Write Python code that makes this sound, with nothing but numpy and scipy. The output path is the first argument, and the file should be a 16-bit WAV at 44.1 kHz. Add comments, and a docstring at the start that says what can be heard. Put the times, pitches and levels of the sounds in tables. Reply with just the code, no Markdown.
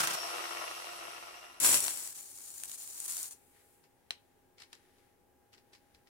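"""A small, faintly humming workshop, with the work close to a stereo microphone and slightly to its left.
A handheld rotary tool grinds a screw, lifts off and whines freely while its sound fades away.
A screwdriver loosens the screw under a gas cartridge: gas bursts through the seal, sputters and hisses
until it is spent. Then the blade knocks and ticks on the screw as fingers shift on the plastic holder."""
import sys
import numpy as np
from scipy import signal
from scipy.fft import rfft, irfft, next_fast_len
from scipy.io import wavfile
from scipy.ndimage import uniform_filter1d, map_coordinates

SR = 44100
rng = np.random.default_rng(int(sys.argv[2]) if len(sys.argv) > 2 else 0)


def log_audio(samples):
    """Write samples as a 16-bit WAV file to the path given in sys.argv[1]."""
    # one column per channel
    frames = np.atleast_2d(samples).T
    # limit to full scale, then quantise
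    limited = np.clip(frames, -1, 1)
    pcm = np.round(limited * 32767).astype(np.int16)
    wavfile.write(sys.argv[1], SR, pcm)


N = 268569
T = np.arange(N) / SR


def amp(db):
    """Decibels to gain."""
    return 10 ** (np.asarray(db) / 20)


def unit(x):
    """Scale to rms 1."""
    return x / np.sqrt(np.mean(x ** 2) + 1e-20)


def along(points, hz):
    """Read (frequency, value) points on a log frequency axis."""
    freqs, values = np.transpose(points)
    return np.interp(np.log(hz + 1), np.log(freqs + 1), values)


def ramp(start_s, length_s):
    """A straight rise from 0 to 1."""
    return np.clip((T - start_s) / length_s, 0, 1)


def swell(middle_s, half_width_s):
    """A smooth rise and fall around a moment."""
    return np.exp(-((T - middle_s) / half_width_s) ** 2)


def wobble(per_s):
    """A smooth random curve through per_s knots a second."""
    return map_coordinates(rng.standard_normal(int(N * per_s / SR) + 4), [T * per_s])


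def bursts(times, gains, t60_s):
    """Envelope of sudden bursts that die away, adding in power."""
    hits = np.bincount(np.clip(np.asarray(times) * SR, 0, N - 1).astype(int), np.asarray(gains) ** 2, N)
    power = signal.lfilter([1], [1, -amp(-120 / (t60_s * SR))], hits)
    return np.sqrt(np.abs(power))


def grains(per_s, spread_db, t60_s, count=20000):
    """Envelope (rms 1) of random bursts of uneven size."""
    times = np.cumsum(rng.exponential(1 / per_s, count))
    sizes = amp(spread_db * np.clip(rng.standard_normal(count), -2, 2))
    return unit(bursts(times[times < N / SR], sizes[times < N / SR], t60_s))


def stray(per_s, spread_db, t60_s, count=400):
    """Envelope of loosely spaced bursts with peaks around 1."""
    times = np.cumsum(rng.uniform(.3, 1.7, count)) / per_s
    sizes = amp(spread_db * rng.uniform(-1, 1, count))
    return bursts(times[times < N / SR], sizes[times < N / SR], t60_s)


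def filtered(x, response):
    """Multiply the spectrum of x by a function of frequency."""
    length = x.shape[-1]
    padded = next_fast_len(length + 8192)
    return irfft(rfft(x, padded) * response(np.fft.rfftfreq(padded, 1 / SR)), padded)[..., :length]


def coloured(x, spectrum, size=2048):
    """Shape x with a minimum-phase filter of unit energy: only the spectrum's shape counts."""
    gain_db = np.maximum(along(spectrum, np.fft.rfftfreq(size, 1 / SR)), -100)
    cepstrum = irfft(np.log(amp(gain_db)))
    cepstrum[1:size // 2] *= 2
    cepstrum[size // 2 + 1:] = 0
    kernel = irfft(np.exp(rfft(cepstrum)))
    return signal.fftconvolve(x, kernel[None] / np.linalg.norm(kernel), axes=1)[:, :x.shape[1]]


def ringing(x, modes):
    """Add band-pass resonances to x."""
    def response(hz):
        return 1 + sum(amp(db) * 1j * hz * width / (pitch ** 2 - hz ** 2 + 1j * hz * width)
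                       for pitch, width, db in modes)
    return filtered(x, response)


def pan(left_db):
    """Channel gains that put the left left_db above the right."""
    return amp([[left_db / 2], [-left_db / 2]])


def left_first(x, lead_ms):
    """A source off to the left reaches that side of the microphone sooner."""
    return filtered(x, lambda hz: np.exp(1j * np.pi * hz * lead_ms / 1000 * np.array([[1], [-1]])))


# Likeness of the microphone's two sides: frequency_hz, correlation
STEREO_LIKENESS = [(60, 0.22), (300, 0.47), (700, 0.28), (1500, 0.21), (4000, 0.078)]
def noise():
    """White stereo noise, partly alike in the bass and almost unrelated in the treble."""
    def mid_side_gains(hz):
        angle = np.arccos(np.clip(along(STEREO_LIKENESS, hz), -1, 1)) / 2
        return np.array([np.cos(angle), np.sin(angle)])
    mid, side = filtered(rng.standard_normal((2, N)), mid_side_gains)
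    return unit(np.array([mid + side, mid - side]))


def nearby(x, echo_db, t60_s, size=4096):
    """Reflections from hand, vice and bench ripple the spectrum."""
    t = np.arange(size) / SR
    tail = rng.standard_normal((2, size)) * amp(-60 * t / t60_s) * (t > .002)
    tail *= amp(echo_db) / np.linalg.norm(tail, axis=1, keepdims=True)
    return (x + signal.fftconvolve(x, tail, axes=1)[:, :N]) / np.hypot(1, amp(echo_db))


# Decay of the small room: frequency_hz, t60_s
ROOM_DECAY = [(200, 0.16), (3000, 0.22), (8000, 0.17), (15000, 0.18)]
def walls(x):
    """The close walls answer after 5 ms with a short tail."""
    hz, t, spectra = signal.stft(rng.standard_normal((2, SR // 2)), SR, nperseg=256)
    tail = signal.istft(spectra * amp(-60 * t / along(ROOM_DECAY, hz)[:, None]), SR, nperseg=256)[1]
    tail = np.pad(tail, ((0, 0), (SR // 200, 0)))
    return signal.fftconvolve(x, tail / np.linalg.norm(tail[0]), axes=1)[:, :N]


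# Room tone all around the microphone: frequency_hz, relative_db
ROOM_SPECTRUM = [(12, -40), (20, -5), (27, -17), (104, -11), (228, -15.5), (270, -6.5), (310, -17.5),
                 (357, -7.5), (542, -14), (624, -18), (825, -14.5), (1120, -24.5), (1570, -24),
                 (4060, -34.5), (16000, -30.5)]
# An appliance in the background: pitch_hz, level_db
HUM_TONES = [(71.9, -87), (100, -87), (261.6, -90.5), (362.9, -84), (818.6, -79.5), (1620, -93.5),
             (9250, -95)]
def workshop():
    """Room tone with the faintly wavering hum of an appliance."""
    hum = sum(amp(db) * unit(amp(1.5 * wobble(3)) * np.sin(2 * np.pi * hz * T + .5 * wobble(4)))
              for hz, db in HUM_TONES)
    room_tone = amp(-69.5) * unit(filtered(noise(), lambda hz: amp(along(ROOM_SPECTRUM, hz))))
    return (hum + room_tone) * pan(1.5)


# Fingers shifting on the holder, close up: middle_s, half_width_s, level_db
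FINGER_STROKES = [(3.584, 0.056, -70.5), (4.2, 0.39, -79.5), (4.77, 0.123, -73.5), (5.0, 0.15, -74.5),
                  (5.85, 0.35, -78)]
# Skin on plastic: frequency_hz, relative_db
SKIN_SPECTRUM = [(590, -42), (1000, -10), (1810, 2), (2780, -4.5), (3980, -4.5), (4410, -7), (9380, -10.5),
                 (10300, -4), (16000, -28)]
def hand():
    """Fingers rub the plastic; one soft bump goes through the grip."""
    strokes = sum(amp(db) * swell(middle, half) for middle, half, db in FINGER_STROKES)
    friction = noise() * unit(5 + grains(per_s=230, spread_db=4, t60_s=.008))
    rub = strokes * coloured(friction, SKIN_SPECTRUM) * pan(4)
    bump_age_s = np.maximum(T - 5.94, 0)
    bump = amp(-65) * np.sin(2 * np.pi * 68 * bump_age_s) * amp(-60 * bump_age_s / .15)
    return rub + bump


# Blade meeting screw, close up: start_s, strength_db, brightness_db, scrape_db
BLADE_CONTACTS = [(3.8396, -61, -19.5, -65), (4.1068, -21.5, -21.5, -47.5), (4.5825, -51, -28.5, -60.5),
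                  (4.5983, -52, -25.5, -54), (4.6206, -37.5, -24, -51), (4.6343, -46.5, -17.5, -68),
                  (4.73, -37, -4.5, -55), (4.7514, -48, -0.5, -64), (4.9836, -60, -7, -77),
                  (5.5304, -49.5, -6, -65), (5.538, -54.5, -16, -60.5), (5.58, -52, -30, -63.5),
                  (5.7324, -47.5, -27, -58.5), (5.7498, -51.5, -23, -59.5), (5.9478, -48, -28, -65.5),
                  (6.0726, -57.5, -25.5, -65)]
# The screw knocking in its plastic holder: frequency_hz, relative_db
CLACK_SPECTRUM = [(88, -72), (150, -26.5), (759, -11), (1020, -10), (1630, -15), (1830, -5.5), (2220, -7.5),
                  (2750, -4), (4080, -5), (5050, -13), (5790, -9), (6640, -19), (8730, -13), (16000, -28.5)]
# The screw's own ring: pitch_hz, width_hz, gain_db
SCREW_MODES = [(1700, 300, -4), (4050, 350, 2), (5850, 300, -2), (9000, 300, -3)]
# The blade sliding: frequency_hz, relative_db
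SCRAPE_SPECTRUM = [(530, -21), (900, -4.5), (1100, -6), (1290, -3), (1620, -3), (2040, 1), (3730, -5.5),
                   (4980, 1.5), (5960, -7), (14900, -22), (16000, -31.5)]
def screwdriver():
    """Each contact is a clack of screw and holder, with a bright snap of steel and a gritty scrape."""
    start_s, strength_db, brightness_db, scrape_db = np.transpose(BLADE_CONTACTS)
    blows = bursts(start_s, amp(strength_db - 7), t60_s=.013)
    clack = ringing(coloured(noise() * blows, CLACK_SPECTRUM), SCREW_MODES)
    snaps = bursts(start_s, amp(strength_db + brightness_db - 7), t60_s=.015)
    steel_spectrum = [(3000, -28), (7000, 10.5), (10000, -1), (16000, -10)]
    snap = coloured(noise() * snaps, steel_spectrum)
    # every contact slides on; light ones also slide in, while a hard blow comes out of the air
    is_light = strength_db < -30
    approach = sum(gain * swell(s, .0085) for s, gain in zip(start_s, amp(scrape_db - 6) * is_light))
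    slide = np.hypot(bursts(start_s, amp(scrape_db), t60_s=.12), approach)
    grit = unit(.9 + grains(per_s=600, spread_db=2.5, t60_s=.005))
    scrape = nearby(coloured(noise() * slide * grit, SCRAPE_SPECTRUM), echo_db=-6.5, t60_s=.03)
    return (clack + snap + scrape) * pan(3.6)


# Air from the tool's fan: frequency_hz, relative_db
FAN_SPECTRUM = [(1760, -28.5), (3000, -2.5), (3520, -6), (4470, -4.5), (5250, -4), (5710, -3),
                (7150, -10.5), (8050, -6.5), (9200, -11), (11200, -9), (12100, -13.5), (14300, -14),
                (16000, -30.5)]
def cooling_fan(once_a_turn, throb):
    """Fan air pulses with the shaft and the torque, fading 2 dB a second faster than the motor."""
    rush = coloured(noise() * unit(once_a_turn * (1 + .2 * throb)), FAN_SPECTRUM)
    return amp(-.7 - 2 * T) * nearby(rush, echo_db=-5.5, t60_s=.048) * pan(.96)


# The bearing heard through the housing: frequency_hz, relative_db
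HOUSING_SPECTRUM = [(88, -52.5), (150, -23), (217, -28.5), (311, -15), (347, -10.5), (524, -8.5), (680, -2),
                    (945, -4.5), (1230, -0.5), (1450, -4), (1600, -11.5), (1850, -5), (2250, -9.5),
                    (2760, -6), (3260, -16), (4000, -15), (5200, -48), (8800, -120)]
def bearing(once_a_turn, throb):
    """The bearing chatters and knocks, harder for a while before it settles."""
    loose_db = 2 * (ramp(.328, .02) - ramp(.695, .018))
    impacts = .7 + grains(per_s=260, spread_db=2.5, t60_s=.01)
    chatter = unit((1 + .35 * throb) * once_a_turn * impacts)
    level = amp(.5 + loose_db + .49 * wobble(12))
    rattle = nearby(coloured(noise() * chatter, HOUSING_SPECTRUM), echo_db=-4.5, t60_s=.044)
    knocks = coloured(noise() * stray(per_s=30, spread_db=3, t60_s=.015), HOUSING_SPECTRUM)
    return level * rattle * pan(2.2) + amp(7.5 + loose_db) * knocks


def rough_tone(turns, roughness, width_hz):
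    """A tone that bearing play partly smears into a narrow band, differently in each direction."""
    smear = np.array([wobble(width_hz) + 1j * wobble(width_hz)
                      + wobble(width_hz / 4) + 1j * wobble(width_hz / 4) for _ in range(2)]) / 2
    steady = unit(amp(1.8 * wobble(12))) * np.exp(2j * np.pi * rng.random())
    envelope = np.sqrt(1 - roughness) * steady + np.sqrt(roughness) * smear
    return unit(np.real(envelope * np.exp(2j * np.pi * turns)))


# Motor tones at the microphone: shaft_multiple, relative_db, left_db, roughness_share
SHAFT_ORDERS = [(1.004, -21, -1.5, 0.1), (2, -15, -8.5, .5), (4, -25, -3.5, .75), (8, -15.5, 6.5, 0.6),
                (16.1, -21, 17, .9), (19.1, -30.5, -6, .9), (24.08, -25.5, -2, .95), (31.8, -19, -11.5, 1),
                (40, -33, 1, .95)]
def motor_whine(turns):
    """Tones at the nearest whole multiples of the shaft speed, the higher ones smeared more widely."""
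    return sum(amp(db) * pan(left_db) * rough_tone(round(order) * turns, roughness, 50 * np.sqrt(order))
               for order, db, left_db, roughness in SHAFT_ORDERS)


def rotary_tool():
    """The unloaded motor speeds up, throbbing with the mains-fed torque, while its sound fades away."""
    loaded_hz, free_hz, spin_up_s = 343.3, 349.5, .92
    shaft_hz = loaded_hz + (free_hz - loaded_hz) * ramp(0, spin_up_s)
    throb = np.sin(2 * np.pi * 100 * T)
    turns = np.cumsum(shaft_hz * (1 + .0005 * wobble(23) + .0016 * throb)) / SR
    once_a_turn = 1 + .15 * np.sin(2 * np.pi * turns)
    whine = amp(3) * motor_whine(turns)
    # the wheel squeals as it leaves the screw
    squeal = amp(-46) * swell(.21, .089) * rough_tone(16 * turns, roughness=.8, width_hz=300) * pan(8)
    running = whine + bearing(once_a_turn, throb) + cooling_fan(once_a_turn, throb)
    fade = amp(-42.5) * (1 - ramp(0, 1.723)) ** .85
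    return (fade * running + squeal) * (1 - ramp(1.6, .03))


# The wheel catching, close up: start_s, strength_db, chips_db
WHEEL_CATCHES = [(0.003, -23, -27.5), (0.036, -22.5, -28.5), (0.0727, -14, -35), (0.105, -29.5, -32.5),
                 (0.138, -26, -32.5)]
# Chips torn from the screw: frequency_hz, relative_db
CHIP_SPECTRUM = [(70, -21), (110, -11.5), (155, -2.5), (220, -5), (400, -5.5), (700, 1.5), (1000, 1.5),
                 (1450, 9.5), (1800, 1), (4000, -1), (6500, 1), (9000, 1), (11000, -3), (16000, -11)]
def grinding():
    """The wheel skips and catches on the screw; a spray of tiny chips swells just after each catch."""
    start_s, strength_db, chips_db = np.transpose(WHEEL_CATCHES)
    bite = sum(amp(db) * swell(s + .0053, .011) for s, db in zip(start_s, chips_db))
    chips = amp(-1) * bite * grains(per_s=1700, spread_db=1, t60_s=.0018)
    catches = bursts(start_s, amp(strength_db - 6.5), t60_s=.017)
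    return coloured(noise() * np.hypot(chips, catches), CHIP_SPECTRUM)


# The whisper of the nearly empty cartridge: frequency_hz, relative_db
SEEP_SPECTRUM = [(300, -28), (1200, -5), (2300, -4), (3500, -8.5), (6000, -9), (7200, -2), (9500, 0),
                 (11000, -0.5), (13000, -2), (16000, -6.5)]
def gas_seep():
    """The last gas seeps out, holds briefly and dies away."""
    end_s, release_db_per_s = 3.74, 83
    level = ramp(3.25, .08) * amp(-69 - release_db_per_s * np.maximum(T - end_s, 0))
    return level * coloured(noise(), SEEP_SPECTRUM) * pan(2.8)


# Gas passing the seal: time_s, level_db
SEAL_FLOW = [(1.61, -32.5), (1.65, -24.5), (1.755, -25), (1.815, -36), (1.86, -32), (1.915, -40.5),
             (2.05, -43.5), (2.12, -49), (2.19, -45), (2.22, -52.5), (2.6, -49.5), (2.7, -47.5),
             (2.95, -48.5), (3.1, -40.5), (3.22, -42), (3.29, -50)]
def gas_flow(pressure_lost):
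    """Strength of the jet from the opening of the seal until empty; a weak jet clogs for moments."""
    open_s, empty_s, clog_db = 1.599, 3.325, 10
    flow_db = np.interp(T, *np.transpose(SEAL_FLOW))
    clogs = stray(per_s=3.2, spread_db=3, t60_s=.016) > amp(-60)
    clogged = uniform_filter1d(clogs.astype(float), SR // 200)
    level = amp(flow_db - clog_db * pressure_lost * clogged + .99 * wobble(35))
    return level * ramp(open_s, .0066) * (1 - ramp(empty_s, .021))


# The jet close up, at full and at low pressure: frequency_hz, relative_db
STRONG_JET_SPECTRUM = [(2650, -38.5), (4500, -24), (5000, -18), (5680, -6), (6150, -11.5), (6590, -9),
                       (7030, -2), (7370, -3), (7820, -1.5), (8240, 0.5), (9360, -5.5), (10200, 0.5),
                       (13300, -10.5), (15200, -12.5), (16000, -15.5)]
WEAK_JET_SPECTRUM = [(2350, -45.5), (4000, -14.5), (4360, -10), (5220, -12), (7140, 0), (7620, -3.5),
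                     (8600, -1), (9220, -1), (10000, -3.5), (12000, -6.5), (12800, -6), (15100, -7.5),
                     (16000, -19)]
# Low sputter under the hiss: frequency_hz, relative_db
SPUTTER_SPECTRUM = [(88, -40.5), (150, -12), (326, -1), (378, -17), (632, 1.5), (5000, 2.5), (6500, -29),
                    (11000, -120)]
# The jet striking the palm: frequency_hz, relative_db
PALM_SPECTRUM = [(20, -13.5), (45, -10), (120, -0.5), (200, -7.5), (300, 0.5), (450, 0), (600, -3),
                 (1000, -30.5), (3000, -52)]
def gas_jet(pressure_lost):
    """Mist and drops chop the hiss into crackle, and its colour shifts as the pressure falls."""
    mist = grains(per_s=900, spread_db=2, t60_s=.003)
    drops = grains(per_s=70, spread_db=3, t60_s=.0026)
    crackle = unit(1.2 + mist + .4 * drops)
    strong = nearby(coloured(noise() * crackle, STRONG_JET_SPECTRUM), echo_db=-2.5, t60_s=.025)
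    weak = nearby(coloured(noise() * crackle, WEAK_JET_SPECTRUM), echo_db=-5, t60_s=.025)
    hiss = amp(-.5) * (np.sqrt(1 - pressure_lost) * strong + np.sqrt(pressure_lost) * weak)
    sputter = amp(-10.5 - 4 * pressure_lost) * coloured(noise() * crackle, SPUTTER_SPECTRUM)
    # only the strong jet buffets the palm
    buffet = amp(-22.5) * (1 - pressure_lost) * coloured(noise(), PALM_SPECTRUM)
    return hiss + sputter + buffet


# Large spits at the seal: start_s, spit_db, pop_db
LIQUID_SPITS = [(1.6013, -18.5, -47), (1.742, -19, -21.5), (1.8042, -14, -45), (1.8413, -17.5, -48),
                (1.8809, -18, -28), (1.9611, -27.5, -49), (2.075, -25.5, -46), (2.581, -31, -58),
                (2.6358, -22.5, -43), (2.6957, -29.5, -48), (2.716, -28, -48), (3.0022, -23, -52),
                (3.08, -24.5, -55), (3.1686, -21, -46.5), (3.2302, -22.5, -61)]
def gas_spits(weak_flow):
    """Liquid gas spits, each time with a low pop; small droplets join in as the jet weakens."""
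    start_s, spit_db, pop_db = np.transpose(LIQUID_SPITS)
    droplets = amp(7.5) * weak_flow * stray(per_s=24, spread_db=4, t60_s=.008)
    spits = bursts(start_s, amp(spit_db - 7), t60_s=.0088) + droplets
    pops = bursts(start_s, amp(pop_db + 3.5), t60_s=.0088) + amp(-14) * droplets
    return coloured(noise() * spits, WEAK_JET_SPECTRUM) + coloured(noise() * pops, SPUTTER_SPECTRUM)


# Air pockets around the cartridge: pitch_hz, width_hz, gain_db
POCKET_MODES = [(5704, 620, -8), (7215, 400, -5), (7960, 290, -8.5), (9160, 370, -5.5), (15600, 500, -2.5)]
def gas_cartridge():
    """The cartridge empties through its seal; jet and spits ring the air pockets around it."""
    pressure_lost = ramp(1.795, .47)
    flow = gas_flow(pressure_lost)
    escaping = flow * gas_jet(pressure_lost) + gas_spits(pressure_lost * flow)
    return ringing(escaping, POCKET_MODES) * pan(3.2) + gas_seep()


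def scene():
    """Tool, cartridge and blade, close and left of the microphone, with the workshop behind."""
    tool = left_first(rotary_tool() + grinding(), lead_ms=.35)
    gas = left_first(gas_cartridge(), lead_ms=.12)
    ticks = left_first(screwdriver(), lead_ms=.22)
    reflections = walls(amp(-7) * tool + amp(-8) * gas + amp(-15) * ticks)
    return tool + gas + ticks + reflections + hand() + workshop()


def record(dry):
    """The recorder keeps nothing above its band limit."""
    return filtered(dry, lambda hz: hz < 15830)


dry = scene()
out = record(dry)
log_audio(out)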